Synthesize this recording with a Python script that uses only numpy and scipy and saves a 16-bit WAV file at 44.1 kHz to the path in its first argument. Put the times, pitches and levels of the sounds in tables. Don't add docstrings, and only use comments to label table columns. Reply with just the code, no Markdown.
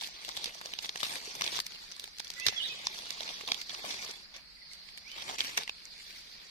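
import sys
import numpy as np
from scipy import signal
from scipy.fft import rfft, irfft, dct
from scipy.io import wavfile
from scipy.ndimage import uniform_filter1d

SR = 44100
rng = np.random.default_rng(int(sys.argv[2]) if len(sys.argv) > 2 else 0)


def wav_out(sig):
    wavfile.write(sys.argv[1], SR, np.round(np.clip(np.atleast_2d(sig).T, -1, 1) * 32767).astype(np.int16))


def undo_db(level):
    steps = np.asarray(level, float) / 20
    return 10 ** steps


N = 286650
COARSE_S = np.arange(0, N, 16) / SR
SNAP_PEAK = 150


def time_curves(rows):
    s, *columns = np.transpose(rows)
    return [np.interp(np.arange(N) / SR, s, c) for c in columns]


def at_hz(points, hz):
    point_hz, level_db = np.transpose(points)
    return np.interp(np.log(hz), np.log(point_hz), level_db)


def rms_one(x):
    return x / np.sqrt(np.mean(x ** 2) + 1e-20)


def drift(rate_hz):
    r = np.exp(-32 * np.pi * rate_hz / SR)
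    white = rng.standard_normal(N // 16 + 2002)
    slow = signal.lfilter([1], [1, -2 * r, r * r], white)[2000:]
    return np.interp(np.arange(N) / 16, np.arange(len(slow)), rms_one(slow))


def later(x, s):
    return np.interp(np.arange(N) - s * SR, np.arange(N), x, left=0)


def band(x, low_hz, high_hz):
    sos = signal.butter(2, [low_hz, min(high_hz, SR / 2.2)], "band", fs=SR, output="sos")
    return signal.sosfilt(sos, x)


# (frequency [Hz], left-right [dB])
PORT_TILT = [(60, -1), (110, 3), (200, 1), (380, 7.5), (700, -2), (1290, 0), (2380, -1.5), (4400, -4),
             (8120, -0.5), (15000, 8)]


def port_gains(hz):
    tilt = at_hz(PORT_TILT, hz) / 2
    return undo_db([[tilt], [-tilt]])


# (frequency [Hz], density [dB per Hz])
HUSH_SPECTRUM = [(12, -37), (20, 2.5), (55, -1.5), (116, -17), (172, -2), (301, -18.5), (1220, -16),
                 (2080, -7.5), (3160, -20.5), (4540, -12), (6180, -47), (6720, -19), (8180, -22),
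                 (13900, -30.5), (16000, -61)]
HUSH_DB = -59.5


def forest_hush():
    edges = 20 * 2 ** (np.arange(20) / 2)
    white = rng.standard_normal((2, 2, N))
    out = 0
    for k, (low, high) in enumerate(zip(edges, edges[1:])):
        hz = np.sqrt(low * high)
        gain = undo_db(at_hz(HUSH_SPECTRUM, hz) + drift(9))
        out = out + band(white[k % 2], low, high) * gain * port_gains(hz)
    return undo_db(HUSH_DB) * rms_one(out)


# (time [s], level [dB])
CHORUS_LEVEL = [(0.0, -54.5), (0.7, -57.5), (1.27, -49.5), (2.03, -56), (3.24, -52), (3.95, -51),
                (4.29, -57), (4.98, -52.5), (5.25, -54.5), (6.5, -56)]


def insects(low_hz, high_hz):
    hiss = band(rng.standard_normal((2, N)), low_hz, high_hz)
    hiss = band(hiss, low_hz / 1.12, high_hz * 1.1)
    shimmer_db = 1.0 * drift(27) + 1.1 * drift(2.4)
    sides_db = np.array([[.5], [3.]])
    return rms_one(hiss) * undo_db(time_curves(CHORUS_LEVEL)[0] + shimmer_db + sides_db)


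# (time [s], delay of the right port [ms])
HAND_PLACE = [(0, .48), (.5, .32), (1.4, .34), (1.7, .54), (2.6, .54), (2.85, .3), (3.9, .33), (4.3, .16),
              (4.9, .16), (5.2, .37), (6.5, .5)]


def port_lag_s():
    return time_curves(HAND_PLACE)[0] / 1000


# (frequency [Hz], density [dB per Hz])
LEAF_SPECTRUM = [(29, -49), (50, -16.5), (282, -10.5), (375, -9.5), (1050, -3), (1440, -7.5), (2110, 2.5),
                 (2890, -1.5), (3950, 4), (4780, -2.5), (5660, 0), (8110, -15), (14100, -22), (15500, -34)]


def colour_db(hz, thud_db, crisp_db):
    low = np.clip(np.log2(1800 / hz), 0, 1)
    high = np.clip(3 * np.log2(hz / 6500), 0, 1)
    return at_hz(LEAF_SPECTRUM, hz) + low * thud_db + high * crisp_db


# (time [s], rustle level [dB])
RUSTLE_LEVEL = [(0, -54.5), (.12, -53), (.47, -46), (.56, -52.5), (.9, -51), (1.21, -48), (1.39, -49.5),
                (1.7, -52.5), (2.19, -60.5), (2.46, -47.5), (3.3, -49.5), (3.66, -49.5), (4.1, -46.5),
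                (4.29, -68.5), (5.0, -62.5), (5.67, -58.5), (5.97, -60), (6.5, -56.5)]
RUSTLE_THUD_DB, RUSTLE_CRISP_DB = -12, -12


def rustle_power(hz):
    busy = undo_db(2 * np.interp(COARSE_S, *np.transpose(RUSTLE_LEVEL)))
    return busy * undo_db(2 * colour_db(hz, RUSTLE_THUD_DB + 14.5, RUSTLE_CRISP_DB + 16.5))


# (start [s], length [s], level [dB], relative thud [dB], relative crispness [dB])
DRAG_STROKES = [(.01, 0.055, -47, -21, -5.5), (1.032, 0.03, -39, -19.5, -2.5),
                (1.089, 0.087, -44, -13.5, -3.5), (1.405, 0.185, -42, -14, -9.5),
                (3.198, 0.11, -46, -15.5, -14), (3.468, 0.028, -51, -3.5, -26),
                (3.846, 0.055, -44.5, -10, -5), (4.012, 0.067, -49, -21, -8),
                (4.338, 0.03, -51, -17.5, -17), (5.157, 0.217, -47.5, -12, -8.5),
                (5.274, 0.022, -42.5, -10.5, -18), (5.38, 0.021, -41.5, -15.5, -7),
                (5.432, 0.012, -41, -17.5, -2), (5.464, 0.088, -47, -15, -9), (5.607, 0.02, -55, -8, -7),
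                (0.823, 0.028, -45, -28, -6.5), (5.072, .1, -57.5, -19, -9), (1.34, 0.016, -50.5, -6, -3),
                (0.99, 0.006, -43.5, -21, -1), (3.894, 0.037, -45, -17, -9.5),
                (5.567, 0.021, -36.5, -16, -12.5), (5.995, 0.2, -55.5, -28, -5.5),
                (2.466, .025, -38, -20, -11), (4.85, .05, -60, -29, -2), (3.7, .04, -51.5, -20, -12),
                (2.93, 0.084, -55, -27, -2.5), (4.71, .04, -57.5, -25, -8)]
STROKE_ATTACK_S, STROKE_RELEASE_S = 0.0052, 0.028


def stroke_power(hz):
    start, length, level_db, thud_db, crisp_db = np.transpose(DRAG_STROKES)
    since = COARSE_S - start[:, None]
    rise = np.clip(since / STROKE_ATTACK_S, 0, 1)
    after = np.clip(since - length[:, None], 0, 1)
    dragging = (rise * np.exp(-after / STROKE_RELEASE_S)) ** 2
    return undo_db(2 * (level_db + colour_db(hz, thud_db + 17.5, crisp_db + 14))) @ dragging


# (start [s], length [s], level [dB])
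HAND_RESTS = [(.2, .035, -3), (0.448, .01, -7.5), (0.499, 0.027, -3), (0.592, .018, -7), (.745, .04, -4.5),
              (0.794, 0.018, -4), (.865, .02, -6), (.982, 0.016, -5), (1.018, .015, -8), (1.595, .005, -10),
              (1.605, 0.048, -5.5), (1.424, .01, -5), (1.5, .015, -4), (.905, .045, -4), (2.495, .025, -4),
              (1.675, .02, -5), (2.092, 0.075, -4), (2.876, 0.018, -5), (3.446, .028, -5),
              (3.632, 0.06, -7), (4.432, 0.21, -6), (5.364, 0.013, -6), (5.647, .03, -6), (5.7, .04, -3.5)]
REST_EDGE_S = 0.0046


def rests():
    e = REST_EDGE_S / 2
    total_db = 0
    for s, length, db in HAND_RESTS:
        corners = [s - e, s + e, s + e + length, s + 3 * e + length]
        total_db = total_db + np.interp(COARSE_S, corners, [0, db, db, 0])
    return undo_db(2 * total_db)


# (time [s], frequency [Hz])
LITTER_RING = [(0, 4030), (.9, 3940), (1.1, 3630), (1.35, 4350), (1.47, 3020), (1.58, 4320), (2.3, 4260),
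               (3.0, 3800), (3.3, 3660), (3.9, 4200), (4.2, 4070), (5.1, 2760), (5.45, 2420), (5.65, 2570),
               (6.0, 4050)]
LITTER_DB, LITTER_OCTAVES = 3, .4


def litter_db(hz):
    centre = np.log2(time_curves(LITTER_RING)[0])
    near = np.exp(-((np.log2(hz) - centre) / LITTER_OCTAVES) ** 2)
    return LITTER_DB * (near - .4)


# (time [s], peak level [dB], ringing [Hz], left-right [dB])
SOIL_KNOCKS = [(0.2906, -28.5, 4700, 5.5), (0.3737, -25, 3880, 0), (0.4589, -24, 3770, -5),
               (0.614, -35, 1480, -3), (0.6593, -32, 4500, 0), (0.737, -24, 3220, -5),
               (0.8474, -28, 3400, -5), (0.9587, -29, 1640, -7), (1.0325, -22, 3200, 8),
               (1.411, -21.5, 2290, -4.5), (1.5911, -28, 3920, 10), (2.2015, -28, 4940, -9),
               (2.47, -20, 4320, 0), (3.85, -31, 2580, 2.5), (3.2069, -31, 3880, -16),
               (3.411, -32, 2000, -8), (3.4806, -34, 3170, -9), (3.488, -28, 3120, -8.5),
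               (3.9433, -33, 3720, 9), (4.049, -34.5, 5630, 9.5), (4.366, -39, 4670, 4),
               (5.2225, -29.5, 3800, 0), (5.297, -30, 3470, 0.5), (5.447, -30.5, 2470, -2),
               (5.4938, -31.5, 2430, -4)]
LEAF_CRACKS = [(0.249, -30, 3320, 0), (0.3685, -27, 3280, -1), (0.443, -23.5, 4040, -2),
               (0.706, -43, 4300, -9), (0.976, -33, 3930, -7.5), (1.05, -31.5, 3660, -8),
               (1.156, -27, 2130, 1.5), (2.247, -34, 4970, -4), (1.602, -19.5, 4370, -2),
               (1.666, -27.5, 4500, -2), (1.997, -30, 4100, -4), (2.0413, -29, 3800, -6.5),
               (2.1978, -27, 4200, -4.5), (2.3033, -27, 4870, 0), (2.399, -29.5, 5700, -5),
               (2.4659, -12.5, 4640, -5.5), (1.965, -37.5, 4540, -3), (2.338, -38, 5500, -10),
               (2.989, -33.5, 4640, -10), (3.106, -25, 4760, -10.5), (3.545, -28, 3840, -14.5),
               (3.616, -29.5, 4540, -10.5), (4.1127, -34.5, 5570, -6), (4.734, -37.5, 5650, -10),
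               (4.976, -36, 2480, -6.5), (5.1165, -36.5, 4230, -4), (5.392, -31, 2600, -6),
               (5.5751, -18.5, 1720, -8), (5.854, -37, 6300, -7), (0.547, -41, 4470, -13)]
STEM_TICKS = [(.789, -25.5, 3740, -12.5), (.8583, -30.5, 2790, -2), (0.893, -22.5, 3940, -0.5),
              (1.013, -37.5, 4220, 16), (1.067, -31, 3670, 5), (1.4199, -19.5, 4530, -1),
              (1.4386, -31, 3400, -8), (1.4643, -23.5, 3600, 2), (1.477, -24, 3600, -10.5),
              (1.5566, -33, 4100, 8), (2.4735, -24.5, 4850, 1), (2.4845, -23, 4050, -24.5),
              (2.8701, -17, 4300, -3), (3.233, -36.5, 4120, -17), (3.2913, -28, 3500, -5.5),
              (3.695, -30, 4170, -12), (3.9076, -29, 4350, 4), (5.406, -15, 2990, -6.5),
              (5.5785, -17, 2140, -1.5), (5.586, -34, 4150, 16), (5.61, -34, 4370, -11),
              (5.6775, -29, 2500, -6.5), (6.199, -52, 3470, -3), (3.519, -14.5, 3240, -4),
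              (5.695, -23.5, 3350, -6), (3.279, -29.5, 4100, 1), (3.912, -31, 3630, -13),
              (4.889, -41, 3060, -11), (1.921, -31.5, 5650, -0.5), (2.271, -36, 3600, 4.5)]
SMALL_SPLINTERS = [(0.012, -31.5, 3630, 8), (0.0364, -30, 3800, -4), (0.045, -29.5, 3600, 1),
                   (0.0732, -33, 4360, -1), (0.2833, -33.5, 3390, -2), (0.642, -43, 4400, 0),
                   (0.6582, -31.5, 5020, -6), (1.0047, -27.5, 3800, 1), (1.257, -32, 5500, -3),
                   (1.3522, -32, 4500, -3.5), (1.441, -26.5, 3670, 1), (1.52, -30, 5070, 2),
                   (1.564, -28.5, 5400, -5), (1.5724, -27.5, 3660, 2.5), (1.7215, -37, 3800, 7),
                   (2.1686, -43, 3630, 2), (2.185, -34.5, 5600, 1), (2.884, -35.5, 3160, -3),
                   (2.9444, -35.5, 4570, -7), (3.4769, -28.5, 3270, -3), (3.579, -37.5, 4570, -8),
                   (3.89, -34, 4620, 2), (4.109, -35, 3820, -2), (4.9824, -37.5, 4060, -2),
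                   (5.2807, -33, 2210, -2), (5.291, -30.5, 3210, -2.5), (5.4144, -30.5, 2430, -0.5),
                   (5.6214, -34, 2370, 0.0), (5.6345, -31.5, 4360, 4.5), (6.3274, -48, 4570, 4),
                   (6.4686, -46, 4370, -3), (2.0768, -38.5, 4500, -1), (2.2793, -38, 5500, 0),
                   (2.3166, -40, 5000, 0), (2.9699, -34, 4000, -5), (3.0219, -36, 4000, -5),
                   (3.0573, -35.5, 4460, -5), (3.5324, -33, 4000, -5), (3.749, -34, 3000, 0),
                   (4.342, -43, 4500, 1), (1.055, -29, 3000, 1), (1.127, -31, 4200, 0),
                   (1.916, -36, 5500, 0), (2.058, -40.5, 5000, 0), (2.456, -31.5, 5200, 1),
                   (5.9798, -41, 4500, -1), (2.006, -40, 4500, 1)]
# (relative thud [dB], relative crispness [dB])
KIND_COLOURS = [
    (-26, -13.5),
    (-34.5, -9.5),
    (-32, -22),
    (-35.5, -15),
]


def snaps():
    kinds = [SOIL_KNOCKS, LEAF_CRACKS, STEM_TICKS, SMALL_SPLINTERS]
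    rows = [(*row, *colour) for events, colour in zip(kinds, KIND_COLOURS) for row in events]
    return np.transpose(rows)


def bursts(count, rise_s, fall_s, crack, tail_db, tail_s):
    t = (np.arange(640) - SNAP_PEAK) / SR
    noise = rng.standard_normal((count, 2, len(t)))
    dying = np.exp(-t / fall_s) + undo_db(tail_db) * np.exp(-t / tail_s)
    shape = np.where(t < 0, np.exp(t / rise_s), dying)
    snap = noise * shape + crack * (t == 0) * np.sign(noise)
    lines = rfft(snap)
    power = uniform_filter1d(abs(lines) ** 2, size=15, axis=2)
    snap = irfft(lines / np.sqrt(power), len(t))
    return snap / np.sqrt(np.sum(snap ** 2, axis=2, keepdims=True))


def snap_gains(hz, peak_db, ring_hz, thud_db, crisp_db, ring_db, uneven_db):
    level_db = colour_db(hz, thud_db[:, None] + 32.5, crisp_db[:, None] + 21.5)
    level_db = level_db + ring_db * np.exp(-(np.log2(hz / ring_hz[:, None]) / 0.47) ** 2)
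    gain = undo_db(level_db + uneven_db * rng.standard_normal(level_db.shape))
    middle = np.sum(gain ** 2 * hz * (hz > 1500) * (hz < 7500), axis=1) / SR
    return gain * (undo_db(peak_db) / np.sqrt(middle))[:, None]


def grains(per_s, spread_db):
    sizes = undo_db(spread_db * np.minimum(rng.exponential(1, N), 5)) * rng.choice([-1, 1], N)
    return rms_one(sizes * (rng.random(N) < per_s / SR))


def leaves(alike, snap_db, ring_db, uneven_db):
    resting, lag_s = rests(), port_lag_s()
    clumps = undo_db(1.2 * drift(35) + 2.8 * drift(200))
    cracks = np.array([grains(1600 * clumps, spread_db=2.2) for _ in range(2)])
    brush = rng.standard_normal((2, 2, N)) * rms_one(clumps)
    edges = 79 * 2 ** (np.arange(24) / 3)
    hz = np.sqrt(edges[1:] * edges[:-1])
    s, peak_db, ring_hz, pan_db, thud_db, crisp_db = snaps()
    splinters = bursts(len(s), rise_s=.0009, fall_s=.0015, crack=2.8, tail_db=-21, tail_s=.005)
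    snap = snap_gains(hz, peak_db + snap_db, ring_hz, thud_db, crisp_db, ring_db, uneven_db)
    at = (s * SR).astype(int) - SNAP_PEAK
    lean = undo_db(np.array([pan_db + 4, -pan_db - 4]) / 2)
    patches, flicker = drift(20), drift(80)
    out = np.zeros((2, N))
    for k, (low, high) in enumerate(zip(edges, edges[1:])):
        patch_db = 2.6 * np.roll(patches, 12011 * k) + 2.8 * np.roll(flicker, 12007 * k)
        patch_db += litter_db(hz[k])
        power = (rustle_power(hz[k]) + stroke_power(hz[k])) * resting
        gain = np.interp(np.arange(N) / SR, COARSE_S, np.sqrt(power)) * undo_db(9 + patch_db)
        left, scattered = gain * (.65 * cracks + .6 * brush[k % 2])
        right = left.copy()
        for i, g, (to_left, to_right), (first, second) in zip(at, snap[:, k], lean.T, splinters):
            span = slice(i, i + len(first))
            left[span] += g * to_left * first
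            right[span] += g * to_right * first
            scattered[span] += g * to_right * second
        same = np.clip(alike + 0.27 * np.log2(1000 / hz[k]), .1, .99)
        right = later(same * right + np.sqrt(1 - same ** 2) * scattered, lag_s)
        there = band([left, right], low, high)
        out += band(there[:, ::-1], low, high)[:, ::-1] * port_gains(hz[k])
    return out


# (time [s], peak level [dB], frequency [Hz], left-right [dB])
DULL_KNOCKS = [(0.02, -34.5, 900, -7.5), (0.087, -42.5, 815, 5), (0.192, -50, 736, -1),
               (0.281, -39.5, 670, 5), (0.295, -31, 1110, -5), (0.372, -39, 594, -1), (0.411, -42, 895, 9),
               (0.475, -41, 500, -1), (0.552, -42, 674, 1), (0.607, -41, 1100, 1), (0.656, -41.5, 583, -1),
               (0.733, -41, 1110, -6), (0.842, -40.5, 830, -8.5), (0.955, -40, 720, 3),
               (1.03, -25.5, 1210, 14.5), (1.165, -36.5, 1040, 2), (1.276, -39, 422, -1),
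               (1.395, -45, 606, 1.0), (1.409, -36, 604, 2), (1.419, -28.5, 1120, 14),
               (1.589, -31.5, 1090, 19), (1.969, -51, 1020, 14), (2.039, -51.5, 394, 9),
               (2.076, -45, 824, 14), (2.2, -42, 845, 18), (2.301, -41, 904, -8), (2.463, -34.5, 637, 10),
               (2.491, -37.5, 446, 0.5), (2.525, -32, 795, 6.5), (2.472, -46, 110, 2),
               (2.748, -45, 1130, -14), (2.798, -46.5, 590, 4), (2.869, -30, 1000, 6),
               (3.206, -36.5, 620, 3), (3.303, -44, 840, -1), (3.409, -33.5, 1130, 12),
               (3.435, -46, 420, -1), (3.475, -40, 760, -5), (3.485, -32.5, 980, 13),
               (3.518, -28.5, 756, 1.5), (3.73, -48, 630, 4), (3.745, -39, 1150, -9), (3.843, -30, 690, 1),
               (3.86, -40, 1140, -2), (3.905, -45, 1020, 2.0), (4.091, -46.5, 420, 5), (5.228, -43, 802, 0),
               (5.294, -32, 765, -8), (5.576, -52, 308, -1), (5.693, -40, 1080, -16)]
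THUD_DB, THUD_CYCLES, THUD_RISE_S, THUD_ROUGH = -1.0, 4.14, .0006, .4


def thuds():
    out = np.zeros((2, N + SR))
    t = np.arange(1300) / SR
    lag_s = port_lag_s()
    chances = rng.random((len(DULL_KNOCKS), 2))
    for (s, db, hz, pan_db), (turn, ratio) in zip(DULL_KNOCKS, chances):
        i = int(s * SR)
        for side, lean_db in enumerate([pan_db / 2, -pan_db / 2]):
            late = np.maximum(t - side * lag_s[i], 0)
            rough = np.sin(2 * np.pi * (hz * (0.94 + ratio) * late + turn))
            tone = np.sin(2 * np.pi * hz * late) + THUD_ROUGH * rough
            dying = undo_db(-60 * late * hz / (3 * THUD_CYCLES))
            shape = (1 - np.exp(-late / THUD_RISE_S)) * dying
            out[side, i:i + len(t)] += undo_db(db + THUD_DB + 4 + lean_db) * shape * tone
    return out[:, :N]


# (time [s], frequency [Hz], level [dB])
BIRD_NOTES = [
    [(2.365, 1874, -72), (2.379, 1986, -45), (2.45, 2035, -44), (2.49, 2040, -47)],
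    [(2.408, 2500, -49), (2.424, 2620, -43), (2.46, 2780, -43)],
    [(2.558, 3420, -48.5), (2.567, 3374, -39.5), (2.589, 3335, -36.5), (2.607, 2960, -36.5),
     (2.619, 2905, -39.5), (2.637, 3690, -36), (2.651, 3950, -37), (2.681, 3394, -40.5), (2.69, 3286, -51)],
    [(2.695, 2560, -46), (2.722, 2530, -45.5), (2.745, 2530, -53)],
    [(2.385, 1018, -71), (2.46, 1014, -66)],
]
# (time [s], frequency [Hz], level [dB])
DEEP_CHIRP = [
    (5.05, 2155, -55),
    (5.075, 2350, -53),
    (5.1, 2950, -52),
    (5.135, 3100, -52),
    (5.18, 3115, -57),
]
# (time [s], frequency [Hz], level [dB])
FAR_PIPS = [
    (4.57, 2040, -57),
    (4.617, 2010, -55),
    (4.712, 2090, -53.5),
]
CHIRP_FLUTTER_DB, CHIRP_WET_DB = 3, 3
BIRD_LAG_S = 0.00043


def birds(echo_db, echo_t60_s):
    t, song, flutter = np.arange(N) / SR, np.zeros(N), drift(60)
    pips = [[(s, hz * 1.05, db), (s + 0.013, hz * .94, db - 7.5)] for s, hz, db in FAR_PIPS]
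    for note in [*BIRD_NOTES, *pips]:
        hz, level_db = time_curves(note)
        edge = np.clip(np.minimum(t - note[0][0], note[-1][0] - t) / 0.0053 + .5, 0, 1)
        loudness = np.sqrt(2) * undo_db(level_db + 1.2 * flutter) * edge
        song += loudness * np.sin(2 * np.pi * np.cumsum(hz) / SR)
    hz, level_db = time_curves(DEEP_CHIRP)
    sounding = (t > DEEP_CHIRP[0][0]) * (t < DEEP_CHIRP[-1][0])
    loudness = undo_db(level_db + CHIRP_FLUTTER_DB * flutter) * sounding
    chirp = loudness * np.sin(2 * np.pi * np.cumsum(hz) / SR)
    wet = song + undo_db(CHIRP_WET_DB) * chirp
    song = song + chirp
    lag = t[:SR // 2]
    trunks = rng.standard_normal((2, len(lag))) * undo_db(-60 * lag / echo_t60_s) * (lag > .008)
    trunks = trunks / np.sqrt(np.sum(trunks ** 2) / 2)
    echoes = signal.fftconvolve(wet[None], trunks, axes=1)[:, :N]
    direct = np.array([undo_db(-10.0) * song, undo_db(5.5) * later(song, BIRD_LAG_S)])
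    return direct + undo_db(echo_db) * echoes


def scene():
    near = leaves(alike=0.68, snap_db=19.0, ring_db=10, uneven_db=2.5) + thuds()
    far = forest_hush() + insects(low_hz=4050, high_hz=5000)
    return near + far + birds(echo_db=-2.5, echo_t60_s=.75)


# (frequency [Hz], signal over step [dB])
BAND_FINENESS = [(300, 18), (1500, 1), (3500, -2.5), (5200, -4.5), (7000, -7), (14000, -9),
                 (15200, -12), (15900, -24)]
# (frequency [Hz], level [dB])
SMALLEST_STEP = [(9000, -85), (12000, -74), (14000, -69), (15500, -62)]


def thinned(x, wander_db, attack_db):
    count = N // 1024 + 2
    mid_side = np.pad([x[0] + x[1], x[0] - x[1]], [(0, 0), (644, count * 1024 + 380 - N)])
    window = signal.windows.kaiser_bessel_derived(2048, 4 * np.pi)
    blocks = mid_side[:, np.arange(count)[:, None] * 1024 + np.arange(2048)] * window
    a, b, c, d = np.split(blocks, 4, axis=2)
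    folded = np.dstack([-c[..., ::-1] - d, a - b[..., ::-1]])
    lines = dct(folded, 4, norm="ortho").reshape(2, count, 64, 16)
    hz = (np.arange(64) + .5) * SR / 128
    wander = uniform_filter1d(rng.standard_normal((2, count, 64)), 3, axis=1)
    step = np.sqrt(np.mean(lines ** 2, axis=3))
    step = step * undo_db(wander_db * wander - at_hz(BAND_FINENESS, hz))
    treble = np.diff(blocks[0], prepend=0).reshape(count, 16, 128)
    power = np.mean(treble ** 2, axis=2)
    attack = power.max(axis=1) > undo_db(2 * attack_db) * np.median(power, axis=1)
    step = step * np.where(attack[:, None] & (hz < 14800), .25, 1)
    step = np.maximum(step, undo_db(at_hz(SMALLEST_STEP, hz)))[..., None]
    lines = np.sign(lines) * np.floor(abs(lines) / step + .4) * step
    u, v = np.split(dct(lines.reshape(2, count, 1024), 4, norm="ortho"), 2, axis=2)
    blocks = np.dstack([v, -v[..., ::-1], -u[..., ::-1], -u]) * window
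    joined = blocks[:, 1:, :1024] + blocks[:, :-1, 1024:]
    mid, side = joined.reshape(2, -1)[:, :N - 380]
    return np.hstack([x[:, :380], np.array([mid + side, mid - side]) / 2])


def roll_off(x):
    return signal.sosfilt(signal.butter(12, 16500, fs=SR, output="sos"), x)


def record(dry):
    mix = thinned(dry, wander_db=8.5, attack_db=10.0)
    return roll_off(mix)


dry = scene()
out = record(dry)
wav_out(out)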